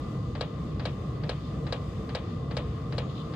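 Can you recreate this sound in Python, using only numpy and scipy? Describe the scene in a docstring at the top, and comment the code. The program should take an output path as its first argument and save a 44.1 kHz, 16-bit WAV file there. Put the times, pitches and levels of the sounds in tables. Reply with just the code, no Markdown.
"""In a garage, a small diesel heater runs in a sheet-metal case, with a phone close by.
Its blower roars low as shaped noise with duct resonances; thin sine tones make the motor whine.
The solenoid fuel pump lifts softly, then slams home: each stroke rings decaying pump and case modes
and noisy panel bands. A sleeve, grainy band-passed noise, rustles near the end.
The two phone ports colour the treble differently."""
import sys
import numpy as np
from scipy import signal
from scipy.fft import rfft, irfft
from scipy.io import wavfile
from scipy.ndimage import uniform_filter1d, map_coordinates

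SR = 44100
rng = np.random.default_rng(int(sys.argv[2]) if len(sys.argv) > 2 else 0)


def output_pcm(signal):
    """Save a mono or channel-first signal as 16-bit PCM at the path in sys.argv[1].

    Samples are clipped to [-1, 1] before scaling.
    """
    pcm = np.clip(np.atleast_2d(signal).T, -1, 1) * 32767
    wavfile.write(sys.argv[1], SR, np.round(pcm).astype(np.int16))


def gain_from_db(level_db):
    """Convert decibel levels to linear amplitude factors (20 dB per decade)."""
    decades = np.asarray(level_db, float) / 20
    return 10 ** decades


N = 147735
HZ = np.fft.rfftfreq(N, 1 / SR) + 1e-3  # kept above zero for the logarithm in read()


def read(table):
    """Spectral envelope: a table's second column interpolated along log frequency."""
    hz, value = np.array(table, float).T
    return np.interp(np.log(HZ), np.log(hz), value)


def unit(x):
    """Normalization to an rms of 1."""
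    return x / np.sqrt(np.mean(x ** 2))


def band(x, hz, width_hz, order=2):
    """Band-pass filtering about a centre frequency."""
    edges = np.clip([hz - width_hz / 2, hz + width_hz / 2], 20, .45 * SR)
    return signal.sosfilt(signal.butter(order, edges, "band", fs=SR, output="sos"), x)


def lowpass(x, top_hz):
    """Gentle second-order low-pass filtering."""
    return signal.sosfilt(signal.butter(2, min(top_hz, .45 * SR), fs=SR, output="sos"), x)


def walk(rate):
    """Slow random modulation: levels held 1 / rate s, smoothed twice, mean 0 and spread 1."""
    hold = int(SR / rate)
    steps = np.repeat(rng.standard_normal(N // 64), hold)[:N + hold]
    smooth = uniform_filter1d(uniform_filter1d(steps, hold), hold)[:N]
    return unit(smooth - smooth.mean())


def correlate(a, b, alike):
    """Partial coherence: sum and difference of two independent noises, alike from 0 to 1."""
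    c = np.clip(alike, 0, 1)
    common = np.sqrt((1 + c) / 2) * a
    opposed = np.sqrt((1 - c) / 2) * b
    return common + opposed * np.array([[1], [-1]])


def pair(size, alike):
    """Two white noises of a given mutual correlation."""
    a, b = rng.standard_normal((2, size))
    return correlate(a, b, alike)


# Spectral density of the turbulent air, relative: pitch_hz, level_db
AIR_SPECTRUM = [(15, -78), (25, -47), (48, -12), (97, -5.5), (136, -2.5), (177, -7), (337, -15), (377, -21),
                (492, -19.5), (786, -27.5), (918, -37), (1050, -27.5), (1230, -27), (1530, -39),
                (1960, -36.5), (2140, -40.5), (3600, -40), (4100, -46.5), (5000, -44.5), (5600, -50),
                (7000, -51.5), (9200, -58), (9800, -71.5), (11500, -59), (14800, -73.5), (15600, -100)]
# Duct resonances and dips in the air noise: pitch_hz, width_hz, gain_db
DUCT_RESONANCES = [(62, 19.3, 7.5), (139.3, 53, 3.5), (308, 29, 2.5), (444.4, 62, 7), (489.6, 12, 3.5),
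                   (1061, 79, 7.5), (1195, 61, 9), (1370, 50, -1.5), (4130, 120, -4), (4030, 90, 4),
                   (4300, 83, 5.5)]
# Likeness of the air noise at the two ports: pitch_hz, likeness (0-1)
PORT_LIKENESS = [(60, 0.99), (200, 1), (390, 0.77), (720, 0.62), (1300, 0.45), (2500, 0.18), (4600, .05),
                 (12000, 0.076)]
# Slow course of the blower level, relative: time_s, level_db
FLOW_LEVEL = [(0, 0.5), (0.398, -1.5), (0.899, 0), (1.4, -0.5), (1.8, 0.5), (2.299, -0.5), (2.8, 0),
              (3.35, 0)]
AIR_DB = -32.5  # rms level before the slow course
FLICKER_DB, FLICKER_PER_S = 1.32, 12  # spread in each octave, new levels per second


def blower():
    """Turbulence noise filtered by duct resonance; octave bands flicker independently."""
    a, b = rfft(rng.standard_normal((2, N)))
    spectrum = correlate(a, b, read(PORT_LIKENESS))
    duct_db = sum(db / (1 + (2 * (HZ - hz) / width) ** 2) for hz, width, db in DUCT_RESONANCES)
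    spectrum = spectrum * gain_from_db(read(AIR_SPECTRUM) + duct_db)
    octave = np.log2(HZ / 32)
    air = 0
    for k in range(-1, 11):
        # neighbouring octave windows overlap and sum to 1
        window = np.cos(np.pi / 2 * np.clip(octave - k, -1, 1)) ** 2
        flicker = gain_from_db(FLICKER_DB * walk(FLICKER_PER_S))
        air = air + flicker * irfft(spectrum * window, N)
    flow_db = np.interp(np.arange(N) / SR, *np.array(FLOW_LEVEL).T)
    return unit(air) * gain_from_db(AIR_DB + flow_db)


# Motor tones, level midway between left and right: pitch_hz, level_db, left_minus_right_db
WHINE_TONES = [(1993, -71, -4.5), (3580, -83.5, 30), (3610, -80.5, 17), (4050, -82, 16), (4210, -87.5, 6),
               (4480, -82, 24.5), (4920, -82, 12.5), (6320, -81.5, 4), (6490, -103, -27),
               (6770, -83.5, -10.5), (8100, -86.5, 10.5)]
WHINE_WOBBLE, WHINE_WAVER_DB = .0025, 2.5  # spread as a share of pitch, spread in level


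def whine():
    """Frequency and amplitude modulation: sine tones wobble in pitch and waver in level."""
    out = 0
    for hz, db, pan_db in WHINE_TONES:
        pitch = hz * (1 + WHINE_WOBBLE * walk(30))
        tone = np.sin(2 * np.pi * np.cumsum(pitch) / SR)
        level = gain_from_db(db + WHINE_WAVER_DB * walk(14))
        balance = gain_from_db(np.array([[pan_db], [-pan_db]]) / 2)
        out = out + np.sqrt(2) * tone * level * balance  # sqrt(2) turns rms into peak
    return out


# Ringing modes of pump and case, level relative: pitch_hz, level_db, t60_s, rise_s
RING_MODES = [(505, 8, .055, .003), (587, 1, .09, .003), (700, 0, .06, .002), (824, -7, .05, .001),
              (1145, -4, .05, .0005), (1320, -10, .04, .0005), (1650, -8, .05, .0005),
              (1950, -13, .05, .001), (2300, -14, .1, .001), (2800, -13, .09, .001), (3200, -13, .09, .001),
              (3460, -12, .06, .001), (3920, -1, .045, .0016), (4260, -3, .03, .0016),
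              (4460, -6, .025, .0016), (4690, -4, .025, .0016), (4900, -7, .025, .0016),
              (5180, -7, .022, .0016)]
# Dense panel ring, level relative: pitch_hz, width_hz, level_db, t60_s
PANEL_BANDS = [(634, 680, -13, 0.27), (1530, 920, -14.5, 0.16), (3010, 1770, -14, 0.21),
               (4610, 1370, -8, 0.03), (7650, 3100, -20, 0.053), (12500, 4200, -31, 0.02)]
MODE_SCATTER, MODE_SCATTER_DB = .006, 1.5  # stroke-to-stroke spread: share of pitch, level
PANEL_ALIKE, PANEL_FRESH = 0.6, .3  # likeness at the ports, amplitude share new in each stroke
PANEL_RATTLE_DB, PANEL_RATTLE_PER_S = 1, 500  # spread in level, new levels per second
STROKE_SCATTER_DB = 1  # spread in level between contacts
REBOUND_S, REBOUND_DB, REBOUND_TOP_HZ = .0215, -8, 800  # delay, level against the modes, low-pass


def decay(t, t60):
    """Exponential decay, falling 60 dB in t60 seconds (5 ms at least)."""
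    return np.exp(-np.log(1000) * t / np.maximum(t60, .005))


def panel_ring(t, panel_db):
    """High modal density: overlapping panel modes heard as decaying, rattling noise bands."""
    rattle = gain_from_db(PANEL_RATTLE_DB * walk(PANEL_RATTLE_PER_S)[:len(t)])
    ring = 0
    for hz, width, db, t60 in PANEL_BANDS:
        noise = unit(band(pair(len(t), PANEL_ALIKE), hz, width, order=3))
        ring = ring + gain_from_db(db + panel_db) * noise * decay(t, t60)
    return rattle * ring


def mode_ring(t):
    """Modal superposition: decaying sines of alternating sign, slightly retuned on every call."""
    mode_hz, mode_db, t60, rise = np.array(RING_MODES).T[:, :, None]
    tune, size = rng.standard_normal((2, len(RING_MODES), 1))
    sign = (-1.) ** np.arange(len(RING_MODES))[:, None]
    level = sign * gain_from_db(mode_db + MODE_SCATTER_DB * size)
    tones = np.sin(2 * np.pi * mode_hz * (1 + MODE_SCATTER * tune) * t)
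    onset = 1 - np.exp(-(t / rise) ** 2)
    return (level * tones * decay(t, t60) * onset).sum(axis=0)


def strokes(events, contacts, db, panel_db, top_hz):
    """Impact excitation: each stroke rings the modes, dully rebounds and shakes the panels by contacts."""
    t = np.arange(SR // 4) / SR
    rings = [panel_ring(t, panel_db) for _ in contacts]  # shared by all strokes
    out = np.zeros((2, N + SR))

    def put(start):
        """Superposition in time: the samples a ring occupies."""
        first = int(start * SR)
        return slice(first, first + len(t))

    for start, stroke_db in events:
        modes = mode_ring(t) * gain_from_db(stroke_db + db)
        out[:, put(start)] += modes
        out[:, put(start + REBOUND_S)] += gain_from_db(REBOUND_DB) * lowpass(modes, REBOUND_TOP_HZ)
        fresh = panel_ring(t, panel_db)
        for ring, (delay, contact_db) in zip(rings, contacts):
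            shake = np.sqrt(1 - PANEL_FRESH ** 2) * ring + PANEL_FRESH * fresh
            scatter_db = STROKE_SCATTER_DB * rng.standard_normal()
            out[:, put(start + delay)] += shake * gain_from_db(contact_db + scatter_db + stroke_db + db)
    return lowpass(out[:, :N], top_hz)


# Plunger lifts, level relative: start_s, level_db
LIFT_STROKES = [(.351, -37.5), (.7955, -37), (1.2348, -38), (1.666, -38.5), (2.091, -38.5), (2.5095, -37.5),
                (2.9228, -37.5), (3.335, -40)]
# Contacts within a lift, level relative: delay_s, level_db
LIFT_TOUCHES = [(0, 1), (.0020, -2), (.0058, -6)]


def lift():
    """Weak impact: the plunger lifts softly, its ring low-passed to a dull knock."""
    return strokes(LIFT_STROKES, LIFT_TOUCHES, db=-3.5, panel_db=5, top_hz=3400)


# Plunger slams, level relative: start_s, level_db
SLAM_STROKES = [(.4082, -24.5), (.8528, -25), (1.2921, -25), (1.7234, -25), (2.1485, -25), (2.5671, -25),
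                (2.9802, -25.5)]
# Contacts within a slam, level relative: delay_s, level_db
SLAM_TOUCHES = [(0, -6), (.0020, 0), (.0045, -2.5), (.0150, -13)]


def slam():
    """Hard impact: the plunger slams home and rings the modes well into the treble."""
    return strokes(SLAM_STROKES, SLAM_TOUCHES, db=-6.5, panel_db=1, top_hz=9400)


# Sleeve rustles, level relative: start_s, length_s, level_db
SLEEVE_RUSTLES = [(3.089, .032, -54), (3.141, 0.052, -55.5), (3.175, 0.037, -57), (3.191, 0.042, -54)]
RUSTLE_HZ, RUSTLE_WIDTH_HZ, RUSTLE_GRAIN_DB = 3500, 1100, 3.5  # centre, width, spread of the grain


def sleeve():
    """Friction noise: band-passed cloth rustle, grainy in level, in half-sine swells."""
    t = np.arange(N) / SR
    swell = 0
    for start, length, db in SLEEVE_RUSTLES:
        swell = swell + gain_from_db(db) * np.sin(np.pi * np.clip((t - start) / length, 0, 1))
    grain = gain_from_db(RUSTLE_GRAIN_DB * walk(300))
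    return swell * grain * unit(band(pair(N, 0.36), RUSTLE_HZ, RUSTLE_WIDTH_HZ))


# Balance of the two phone ports: pitch_hz, left_minus_right_db
PORT_BALANCE = [(60, .6), (160, .5), (260, -.5), (450, 1), (1000, .5), (2000, 1), (2700, 10), (5200, 10),
                (5700, -3), (15000, -2)]
LEFT_LAG_S = .00005


def ports(x):
    """Interaural-style level and time differences: ports differ by band, the left hears later."""
    ratio = gain_from_db(read(PORT_BALANCE))
    gains = (2 * ratio / (1 + ratio), 2 / (1 + ratio))  # left and right, their mean 1
    left = map_coordinates(x[0], [np.arange(N) - LEFT_LAG_S * SR], mode="mirror")
    padded = np.pad(np.array([left, x[1]]), ((0, 0), (256, 256)), mode="reflect")
    grid_hz = np.r_[0, HZ[1:-1:200], SR / 2]
    out = []
    for channel, gain in zip(padded, gains):
        taps = signal.firwin2(257, grid_hz, np.r_[gain[0], gain[1:-1:200], gain[-1]], fs=SR)
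        out.append(signal.fftconvolve(channel, taps, "same")[256:-256])
    return np.array(out)


def scene():
    """Superposition: blower, pump and sleeve pass the ports; the whine has its own balance."""
    return ports(blower() + lift() + slam() + sleeve()) + whine()


def roll_off(x):
    """The treble ends steeply here."""
    return signal.sosfilt(signal.butter(12, 15350, fs=SR, output="sos"), x)


def record(dry):
    """Reception: the phone takes in the finished two-port mix."""
    return roll_off(dry)


dry = scene()
out = record(dry)
output_pcm(out)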